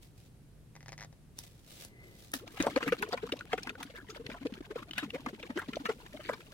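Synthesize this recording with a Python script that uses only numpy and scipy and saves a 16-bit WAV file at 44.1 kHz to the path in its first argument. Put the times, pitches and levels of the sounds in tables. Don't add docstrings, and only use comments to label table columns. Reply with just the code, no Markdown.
import sys
import numpy as np
from scipy import signal
from scipy.fft import rfft, irfft
from scipy.io import wavfile
from scipy.ndimage import uniform_filter1d

SR = 44100
rng = np.random.default_rng(int(sys.argv[2]) if len(sys.argv) > 2 else 0)


def unload_audio(sound):
    columns = np.transpose(np.atleast_2d(sound))
    steps = np.round(np.clip(columns, -1, 1) * 32767)
    wavfile.write(sys.argv[1], SR, steps.astype(np.int16))


N = 287973
TIME = np.arange(N) / SR


def undb(db):
    return 10 ** (np.asarray(db) / 20)


def unit(x):
    return x / np.sqrt(np.mean(x ** 2) + 1e-20)


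def curve(rows, column=1):
    rows = np.array(rows)
    return np.interp(TIME, rows[:, 0], rows[:, column])


def colour(x, points):
    hz, db = np.transpose(points)
    f = np.fft.rfftfreq(x.shape[-1], 1 / SR) + 1
    gain = undb(np.interp(np.log(f), np.log(hz), db))
    return unit(irfft(rfft(x) * gain, x.shape[-1]))


def add(out, x, start):
    i = max(int(start * SR), 0)
    part = out[..., i:i + x.shape[-1]]
    part += x[..., :part.shape[-1]]


def ports(x, lag_ms, pan_db=2.3):
    late = np.roll(x, int(abs(lag_ms) * SR / 1000))
    return np.array([x * undb(pan_db / 2), late * undb(-pan_db / 2)])


def swell(rise_ms, fall_ms, shape, size=8192):
    t = (np.arange(size) - size // 3) / SR
    width = np.where(t < 0, rise_ms, fall_ms) / 1000
    return t, np.exp(-np.abs(t / width) ** shape)


FASTEST_RISE_MS = 0.58


def onset(length_ms, soft_ms):
    share = length_ms ** 2 / (length_ms ** 2 + soft_ms ** 2) / 2
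    rise = length_ms * share
    return FASTEST_RISE_MS + rise, length_ms - rise


def loudest(x, db, span_ms=4):
    k = int(span_ms * SR / 1000)
    power = np.mean(np.atleast_2d(x) ** 2, axis=0)
    smooth = uniform_filter1d(uniform_filter1d(power, k), k)
    return x * undb(db) / np.sqrt(smooth.max() + 1e-20)


def band(x, hz, octaves, skirt):
    f = np.fft.rfftfreq(x.shape[-1], 1 / SR) + 1
    away = np.log2(f / hz) / octaves
    hump = (1 + away ** 2 / skirt) ** (-(skirt + 1) / 4)
    tilt = np.sqrt(hz / (f + hz / 4))
    return irfft(rfft(x) * hump * tilt, x.shape[-1])


def crackle(scatter_db, size):
    return rng.standard_normal(size) * undb(scatter_db * np.minimum(rng.exponential(size=size), 5))


def bubble(hz, cycles, glide, size=2048):
    turns = np.arange(size) / SR * hz
    age = turns / cycles
    env = np.tanh(2 * turns) * np.exp(-age) * np.linspace(1, 0, size)
    sliding_hz = hz * (1 + glide * np.minimum(age, 2))
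    return env * np.sin(2 * np.pi * np.cumsum(sliding_hz) / SR)


# pitch_hz [Hz], relative_level_db [dB]
ROOM = [(20, -21.5), (48, -4.5), (72, -14), (110, -7), (350, -21.5), (900, -36.5), (6700, -47),
        (10500, -45), (16000, -54.5)]
ROOM_DB = -57
# time_s [s], upper_tone_level_db [dB]
DRONE = [(.1, -67.5), (1.0, -57.5), (1.7, -77)]


def room(side_db=-10, hum_hz=150.4, low_hum_db=-6, low_hum_hz=117, waver=0.005):
    mid, side = rng.standard_normal((2, N))
    lowpass = signal.butter(1, 1500, fs=SR, output="sos")
    side = side - (1 - undb(side_db)) * signal.sosfilt(lowpass, side)
    noise = colour(np.array([mid + side, mid - side]), ROOM) * undb(ROOM_DB)

    def hum(hz):
        wander = unit(band(rng.standard_normal(N), 3.7, 0.8, 13))
        return unit(np.sin(2 * np.pi * np.cumsum(hz * (1 + waver * wander)) / SR))

    drone = (hum(hum_hz) + undb(low_hum_db) * hum(low_hum_hz)) * undb(curve(DRONE))
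    return noise + drone


# [dB, before the catches vary it]
RUBS = [(.01, 0.042, -62.5), (0.142, 0.125, -68.5), (1.356, 0.1, -58.5), (1.445, 0.25, -69),
        (1.659, 0.19, -56), (1.799, 0.021, -56.5), (1.984, 0.26, -66.5), (2.148, 0.16, -65.5),
        (2.341, 0.0098, -43), (2.48, 0.21, -60), (5.55, 1, -69)]
RUB_ATTACK_SHARE, RUB_RELEASE_S = 0.28, 0.024
GRIP_DB = -19.5


def rubbing():
    slides = np.zeros(N)
    for start, length, db in RUBS:
        attack = np.clip((TIME - start) / (RUB_ATTACK_SHARE * length), 0, 1)
        release = np.exp(-np.maximum(TIME - start - length, 0) / RUB_RELEASE_S)
        slides += undb(db) * attack * release
    grip = undb(curve(SLOSH) + GRIP_DB) * stirring() * (TIME > SLOSH[0][0])
    return slides + grip


def scuff(s, db, hz, octaves, rise_ms, fall_ms, skirt):
    out = np.zeros((2, N))
    t, env = swell(rise_ms, fall_ms, 1, size=32768)
    noise = band(env * rng.standard_normal(len(t)), hz, octaves, skirt)
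    add(out, ports(loudest(noise, db), 0.21), s + t[0])
    return out


# pitch_hz [Hz], relative_level_db [dB per Hz]
RUB_COLOUR = [(300, -2), (550, 4), (1000, -7), (2000, -1), (3600, 1.5), (8000, -3.5), (16000, -7)]
# loudest_s [s], level_db [dB, before snap_db], centre_hz [Hz], length_ms [ms]
SNAPS = [(1.389, -40.5, 6100, 1.7), (1.85, -47, 8250, 0.5), (2.318, -52, 7100, 1.4),
         (2.3387, -35, 6400, 1.2), (2.3396, -33, 1830, 3.1), (3.024, -43, 10200, 0.63),
         (3.09, -53, 6400, 2.9), (3.831, -44.5, 7600, 2.5), (4.983, -42, 7600, 1)]
SNAP_OCTAVES, SNAP_SOFT_MS = 0.53, 1.4


def gloves(snap_db=2, catch_db=3.5, grain_db=1.5):
    catches = catch_db * unit(band(rng.standard_normal(N), 51, 1.0, 18))
    out = colour(crackle(grain_db, (2, N)), RUB_COLOUR) * rubbing() * undb(catches)
    for s, db, hz, length in SNAPS:
        rise, fall = onset(length, SNAP_SOFT_MS)
        out += scuff(s, db + snap_db, hz, SNAP_OCTAVES, rise, fall, skirt=0.79)
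    return out


# [dB, mean before creak's gain_db]
TWISTS = [(.754, 0.019, -44.5), (0.806, 0, -49), (.829, 0, -47), (0.8613, 0, -41.5), (0.8826, .018, -39),
          (0.9207, 0.018, -37.5), (0.979, 0.068, -41.5), (1.127, 0, -52)]
SLIP_EVERY_S, SLIP_JITTER_S = 0.0096, .0005


def slips():
    events = []
    for start, length, db in TWISTS:
        for k in range(int(length / SLIP_EVERY_S) + 1):
            when = start + k * SLIP_EVERY_S + SLIP_JITTER_S * rng.standard_normal()
            events.append((when, db + 1.4 * rng.standard_normal()))
    return events


# pitch_hz [Hz], t60_s [s], relative_level_db [dB]
NECK_MODES = [(570, 0.0076, 11.5), (810, 0.01, 11), (1340, 0.0093, 3), (1960, 0.0072, 17),
              (5930, 0.0025, 18.5)]


def creak(gain_db=1, size=2048):
    out, t = np.zeros((2, N)), np.arange(size) / SR
    for s, db in slips():
        ring = np.zeros(size)
        for hz, t60, mode_db in NECK_MODES:
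            gain = undb(mode_db + 2 * rng.standard_normal())
            detuned_hz = hz * (1 + 0.069 * rng.standard_normal())
            decay = np.exp(-np.log(1000) * t / t60)
            ring += gain * decay * np.sin(2 * np.pi * (detuned_hz * t + rng.random()))
        scrape = unit(band(rng.standard_normal(size), 4900, 0.35, 4.4)) * np.exp(-t / 0.0069)
        click = (ring + scrape) * np.tanh(t / 0.000071)
        add(out, ports(loudest(click, db + gain_db, 0.32), 0.088), s)
    return out


def lift():
    squeak = scuff(2.04, db=-54.5, hz=2057, octaves=0.025, rise_ms=130, fall_ms=84, skirt=0.71)
    scrape = scuff(2.08, db=-57.5, hz=400, octaves=0.3, rise_ms=220, fall_ms=130, skirt=1.5)
    thud = scuff(2.606, db=-33, hz=123, octaves=1.0, rise_ms=3.9, fall_ms=13.0, skirt=0.53)
    return squeak + scrape + thud


STIR_BEFORE_MS, STIR_AFTER_MS = 4, 12.8
CALM_DB = -3


def stirring():
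    stir = np.zeros(N)
    t, env = swell(STIR_BEFORE_MS, STIR_AFTER_MS, 1.0, size=16384)
    for s, *_ in SPLASHES:
        add(stir, env, s + t[0])
    return undb(CALM_DB) + np.minimum(stir, 1)


def swarm(hz, octaves, cycles, glide, scatter_db, lag_ms, count):
    out = np.zeros((2, N))
    for when, pitch, size, place in zip(rng.random(count), *rng.standard_normal((3, count))):
        ring = bubble(min(hz * 2 ** (octaves * pitch), SR / 4), cycles, glide)
        add(out, ports(ring * undb(scatter_db * min(size, 2)), lag_ms * (1 + place)), when * N / SR)
    return unit(out)


# [dB, before stirring and each layer's gain]
SLOSH = [(2.35, -62.5), (2.8, -47.5), (3.45, -55), (4.3, -56), (4.65, -59.5), (5.1, -53), (6.53, -59)]


def slosh(churn_db=-2.0, froth_db=-0.5, wet_db=-5.0, surge_db=6.0, surge_hz=14):
    motion = undb(curve(SLOSH)) * stirring() * (TIME > SLOSH[0][0])
    wander = unit(band(rng.standard_normal(N), surge_hz, 0.75, 23.0))
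    surge = unit(undb(surge_db * np.clip(wander, -2, 2)))
    churn = swarm(320, .55, 4.5, .05, 3.5, .1, count=450)
    froth = swarm(1800, .8, 8, .06, 5.5, .25, count=3600)
    clicks = crackle(4.0, N) * (rng.random(N) < .05)
    wet = unit(band(ports(clicks, 0.18) + crackle(1, (2, N)) / 2, 3200, 0.37, 0.68))
    return motion * (churn * undb(churn_db) + surge * (froth * undb(froth_db) + wet * undb(wet_db)))


# loudest_s [s], level_db
# [dB], pitch_hz [Hz, at the loudest], length_ms [ms], # slide_octaves [octaves, limit of the slide either side
GULPS = [(2.353, -45.5, 273.6, 37, -0.23), (2.429, -52.5, 416, 38, 1), (2.604, -30, 309.6, 10.6, 0.028),
         (2.643, -39, 546, 20, 0.25), (2.668, -27, 520.6, 2.9, 0), (2.766, -30.5, 289.5, 11.4, -0.2),
         (2.771, -27.5, 520.6, 19.5, 0.33), (2.868, -41, 468, 20, -0.058), (2.878, -36, 297.3, 16, -0.16),
         (2.926, -27, 488, 11.6, -.2), (3.028, -43, 405, 44, 0.2), (3.091, -43, 433.4, 10.4, -0.29),
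         (3.143, -34, 512.6, 10.2, 0.3), (3.236, -36, 415, 14.7, .3), (3.326, -33, 379, 5.7, -0.33),
         (3.336, -36.5, 470, 7, 0.59), (3.536, -33.5, 447, 9.6, -0.18), (3.582, -41.5, 419.5, 7.5, 0.13),
         (4.205, -47, 458, 21, 0.037), (4.292, -39.5, 273, 4.3, -0.079), (4.422, -47, 266, 23, 0.23),
         (4.456, -33.5, 279, 12.8, 0.1), (4.462, -36.5, 479.7, 14.2, -0.36), (4.524, -40, 245.4, 7.6, -0.4),
         (4.608, -41.5, 307.4, 7.7, 0), (4.712, -43, 408, 19.5, 0.19), (4.76, -36, 474, 7.9, -0.083),
         (5.034, -37.5, 310, 18.4, -0.3), (5.151, -41, 507.5, 35.2, .35), (5.2, -50, 284.4, 12.5, -0.16),
         (5.27, -38, 264, 11, -0.18), (5.335, -45.5, 368, 14.3, 0.2), (5.502, -39.5, 253, 11, -0.0074),
         (5.572, -34, 342.4, 28, 0.49), (5.689, -36, 258, 9.7, -0.17), (5.77, -31.5, 565, 6.3, 0.34),
         (5.809, -45, 279.6, 22, 0.2), (5.897, -32, 442, 19.4, -0.24), (6.148, -46, 606, 20.5, 0.15),
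         (6.2, -47, 610, 15.4, 0), (6.297, -28.5, 552.5, 5.4, 0.15), (6.331, -47.5, 439, 20, -0.1)]
GULP_SOFT_MS = 10.8


def gulps(shape=5.1, foam_db=-17, foam_hz=1700):
    out = np.zeros((2, N))
    for s, db, pitch, length, slide in GULPS:
        t, env = swell(*onset(length, GULP_SOFT_MS), shape)
        waver = .035 * unit(band(rng.standard_normal(len(t)), 110, .6, 8))
        hz = pitch * 2 ** (slide * np.tanh(t / (length / 1000)))
        tone = np.sin(2 * np.pi * (np.cumsum(hz * (1 + waver)) / SR + rng.random()))
        gurgle = .21 * unit(band(rng.standard_normal((2, len(t))), pitch, .7, 6))
        foam = undb(foam_db) * unit(band(rng.standard_normal((2, len(t))), foam_hz, 0.91, 51))
        add(out, loudest(env * (ports(tone, .07) + gurgle + foam), db, 1.0), s + t[0])
    return out


def droplets(drive, hz, cycles, count=4):
    steps = np.linspace(-1, 1, count) + rng.uniform(-0.99, 1, count) / count
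    pitches = np.minimum(hz * 2 ** (SPLASH_OCTAVES * steps), SR / 4)
    cavities = np.zeros((2, 2048))
    for pitch in pitches:
        cavities += ports(unit(bubble(pitch, cycles, .02)), .12 + .15 * rng.standard_normal())
    return signal.fftconvolve(drive[None], cavities, axes=1)[:, :len(drive)]


# loudest_s [s], level_db [dB, before splashes' layer gains],
# middle_bubble_pitch_hz [Hz], length_ms [ms]
SPLASHES = [(2.477, -48, 3630, 4.2), (2.574, -47.5, 2030, 33), (2.604, -32.5, 2195, 17),
            (2.625, -44.5, 3500, 7.2), (2.641, -44, 1480, 36), (2.668, -29, 930, 13),
            (2.761, -31, 1404, 3.4), (2.774, -38, 1690, 7.2), (2.808, -40.5, 1350, 14),
            (2.828, -33, 1954, 6.4), (2.878, -33.5, 1890, 11.3), (2.925, -33, 1830, 10.8),
            (3.026, -29.5, 1544, 5), (3.129, -33.5, 1140, 12), (3.176, -40.5, 1656, 10.8),
            (3.292, -46, 1470, 4.3), (3.322, -40, 2620, 6.1), (3.391, -48.5, 3660, 3),
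            (3.52, -44, 1810, 11.7), (3.5305, -33.5, 1860, 3.03), (3.5798, -38.5, 1900, 4.6),
            (3.632, -43.5, 4880, 1.66), (3.672, -38, 1690, 6.7), (3.694, -36.5, 2365, 4.2),
            (3.806, -51.5, 1180, 29), (3.829, -41.5, 2270, 4.1), (3.904, -56.5, 2690, 22),
            (4.103, -48.5, 4600, 14), (4.148, -50.5, 2240, 7.4), (4.265, -41, 2960, 3.1),
            (4.3, -46, 2280, 5.2), (4.343, -46.5, 1143, 8.4), (4.468, -45, 2900, 5.5),
            (4.539, -48, 2950, 4.5), (4.579, -66, 2610, 2.1), (4.711, -50, 1630, 10.5),
            (4.79, -51, 2500, 15), (4.827, -66, 1500, 28), (4.98, -30.5, 2230, 2.04),
            (4.988, -38, 2460, 32), (5.031, -45, 1760, 26), (5.147, -47.5, 1860, 14),
            (5.262, -34.5, 1370, 5.4), (5.287, -58, 1470, 4.4), (5.431, -46, 2325, 8.1),
            (5.504, -45, 1443, 20), (5.575, -36.5, 1840, 6.5), (5.618, -45, 1485, 15),
            (5.685, -52, 3430, 7.4), (5.734, -40.5, 2170, 3.6), (5.757, -45, 3680, 5.9),
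            (5.856, -33, 1990, 10), (5.895, -37.5, 1235, 13.3), (6.208, -51, 1930, 22),
            (6.252, -47, 2710, 41), (6.2914, -34, 1583, 1.6), (6.334, -41, 1404, 11),
            (6.405, -52, 2110, 3.3)]
SPLASH_OCTAVES, SPLASH_SOFT_MS = 0.621, 16


def splashes(cycles=7, glide=0.028, gain_db=1.5, shape=1.0, wash_db=-23, wash_ms=20, wash_hz=2900,
             mist_db=-20, mist_hz=5400, count=13):
    out = np.zeros((2, N))
    for s, db, hz, length in SPLASHES:
        t, env = swell(*onset(length, SPLASH_SOFT_MS), shape)
        lag = 0.15 + 0.11 * rng.standard_normal()
        drops = crackle(4.05, len(t)) * (rng.random(len(t)) < .1)
        spray = ports(band(env * drops, hz, SPLASH_OCTAVES, 3.0), lag)
        cavities = droplets(env * drops, hz, cycles)
        births = rng.choice(t - t[0], count, p=env ** 2 / np.sum(env ** 2))
        births[count // 2::4] = -t[0]
        bubbles = np.zeros_like(spray)
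        for size, born in zip(np.linspace(-1, 1, count), births):
            detune, place = rng.standard_normal(2)
            pitch = min(hz * 2 ** (SPLASH_OCTAVES * (1.195 * size + 0.22 * detune)), SR / 4)
            strength = np.sqrt(np.interp(born, t - t[0], env)) * undb(-7 * size ** 2 - size)
            ring = bubble(pitch, cycles, glide) * strength
            add(bubbles, ports(ring, lag + 0.11 * place), born - .0004)
        burst = loudest(bubbles, 0) + loudest(cavities, -3) + loudest(spray, -5)
        wash_env = swell(14.0, wash_ms, 0.6)[1]
        wash = band(wash_env * np.array([drops, drops[::-1]]), wash_hz, 0.29, 32.0)
        sparse = drops * (rng.random(len(t)) < .15)
        mist = droplets(swell(2, wash_ms / 2, 1)[1] * sparse, mist_hz, 14)
        splash = loudest(burst, db + gain_db) + loudest(wash, db + wash_db) + loudest(mist, db + mist_db)
        add(out, splash, s + t[0])
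    return out


def thumps(thump_db=-19, thump_hz=225, octaves=0.36, rise_ms=3, fall_ms=12, fine_db=4):
    out = np.zeros((2, N))
    for s, splash_db, hz, _ in SPLASHES:
        db = splash_db - fine_db * np.log2(hz / 1500)
        t, env = swell(rise_ms, fall_ms, 1)
        thump = band(env * rng.standard_normal(len(t)), thump_hz, octaves, 6.8)
        add(out, ports(loudest(thump, db + thump_db), .07), s + t[0])
    return out


# [Hz, at first]
PLINKS = [(2.625, -31, 6500), (2.664, -45, 7800), (2.762, -34.5, 2300), (2.761, -33.5, 4240),
          (2.775, -36.5, 1760), (2.922, -34, 2360), (2.922, -33.5, 1450), (3.321, -34, 2800),
          (3.324, -32, 3760), (3.409, -39, 1435), (3.531, -28.5, 2050), (3.532, -31.5, 3190),
          (3.533, -31.5, 733), (3.634, -44, 5460), (3.703, -46, 1375), (3.753, -45.5, 1460),
          (4.316, -43.5, 2370), (4.91, -36.5, 2960), (4.934, -37, 2980), (4.988, -33.5, 1680),
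          (5.104, -39.5, 2750), (4.429, -52, 2100), (5.263, -44.5, 960), (5.428, -41.5, 2780),
          (6.294, -35, 1060)]


def plinks(cycles=8, glide=0.016, pop_db=-5, pop_ms=3):
    out = np.zeros((2, N))
    for s, db, hz in PLINKS:
        ring = bubble(hz, cycles, glide)
        decay = np.exp(-np.arange(len(ring)) / SR * 1000 / pop_ms)
        pop = band(rng.standard_normal(len(ring)) * decay, hz, 0.36, 3.0)
        add(out, ports(loudest(ring, db) + loudest(pop, db + pop_db), .07), s)
    return out


# loudest_s [s], level_db [dB],
# mean_pitch_hz [Hz, before the glide], half_length_ms [ms]
GURGLES = [(2.883, -36, 1990, 18), (3.132, -39, 3970, 15.3), (3.979, -48, 1624, 41),
           (4.105, -49.5, 1413, 14), (4.105, -54, 5670, 12), (4.784, -46.5, 1107, 25),
           (5.15, -45, 2190, 16), (5.592, -35.5, 1556, 12), (6.312, -42.5, 1350, 21),
           (6.337, -47.5, 3860, 12.6)]


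def gurgles(cycles=10, glide=0.035, spread_octaves=0.171, tick_db=-9, count=12):
    out = np.zeros((2, N))
    for s, db, hz, half_length in GURGLES:
        string, span = np.zeros((2, 8192)), half_length / 1000
        for turn in np.linspace(-1, 1, count):
            late, detune, place = rng.standard_normal(3)
            ring = bubble(hz * 2 ** (spread_octaves * detune), cycles, glide)
            decay = np.exp(-np.arange(len(ring)) * hz / SR)
            tick = undb(tick_db) * rng.standard_normal(len(ring)) * decay
            pinch = (ring + tick) * np.exp(-2 * turn ** 2)
            add(string, ports(pinch, .12 + .12 * place), span * (1 + turn + 2 * late / count))
        add(out, loudest(string, db), s - span)
    return out


# pitch_hz [Hz], width_hz [Hz], relative_level_db [dB]
BOTTLE = [(252.3, 83, 10), (464, 91, 8), (720, 72, -5), (1580, 41, -12)]


def bottle(x, ring_db=-8):
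    rings = np.zeros_like(x)
    for hz, width, db in BOTTLE:
        b, a = signal.iirpeak(hz, hz / width, SR)
        rings += undb(db) * signal.lfilter(b, a, x)
    return x + undb(ring_db) * rings


def echoes(x, wet_db, t60=0.068, size=16384):
    t = np.arange(size) / SR
    decay = np.exp(-np.log(1000) * t / t60)
    tail = rng.standard_normal((2, size)) * decay * np.clip(t / 0.0081, 0, 1)
    response = unit(tail) / np.sqrt(size)
    return undb(wet_db) * signal.fftconvolve(x.mean(axis=0)[None], response, axes=1)[:, :N]


def scene():
    hands = gloves() + creak() + lift()
    liquid = bottle(slosh() + gulps() + splashes() + thumps() + plinks() + gurgles())
    return room() + hands + liquid + echoes(hands, wet_db=-6) + echoes(liquid, wet_db=-21.5)


TOP_HZ = 16000


def record(dry):
    return signal.sosfilt(signal.ellip(8, .2, 70, TOP_HZ, fs=SR, output="sos"), dry)


dry = scene()
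out = record(dry)
unload_audio(out)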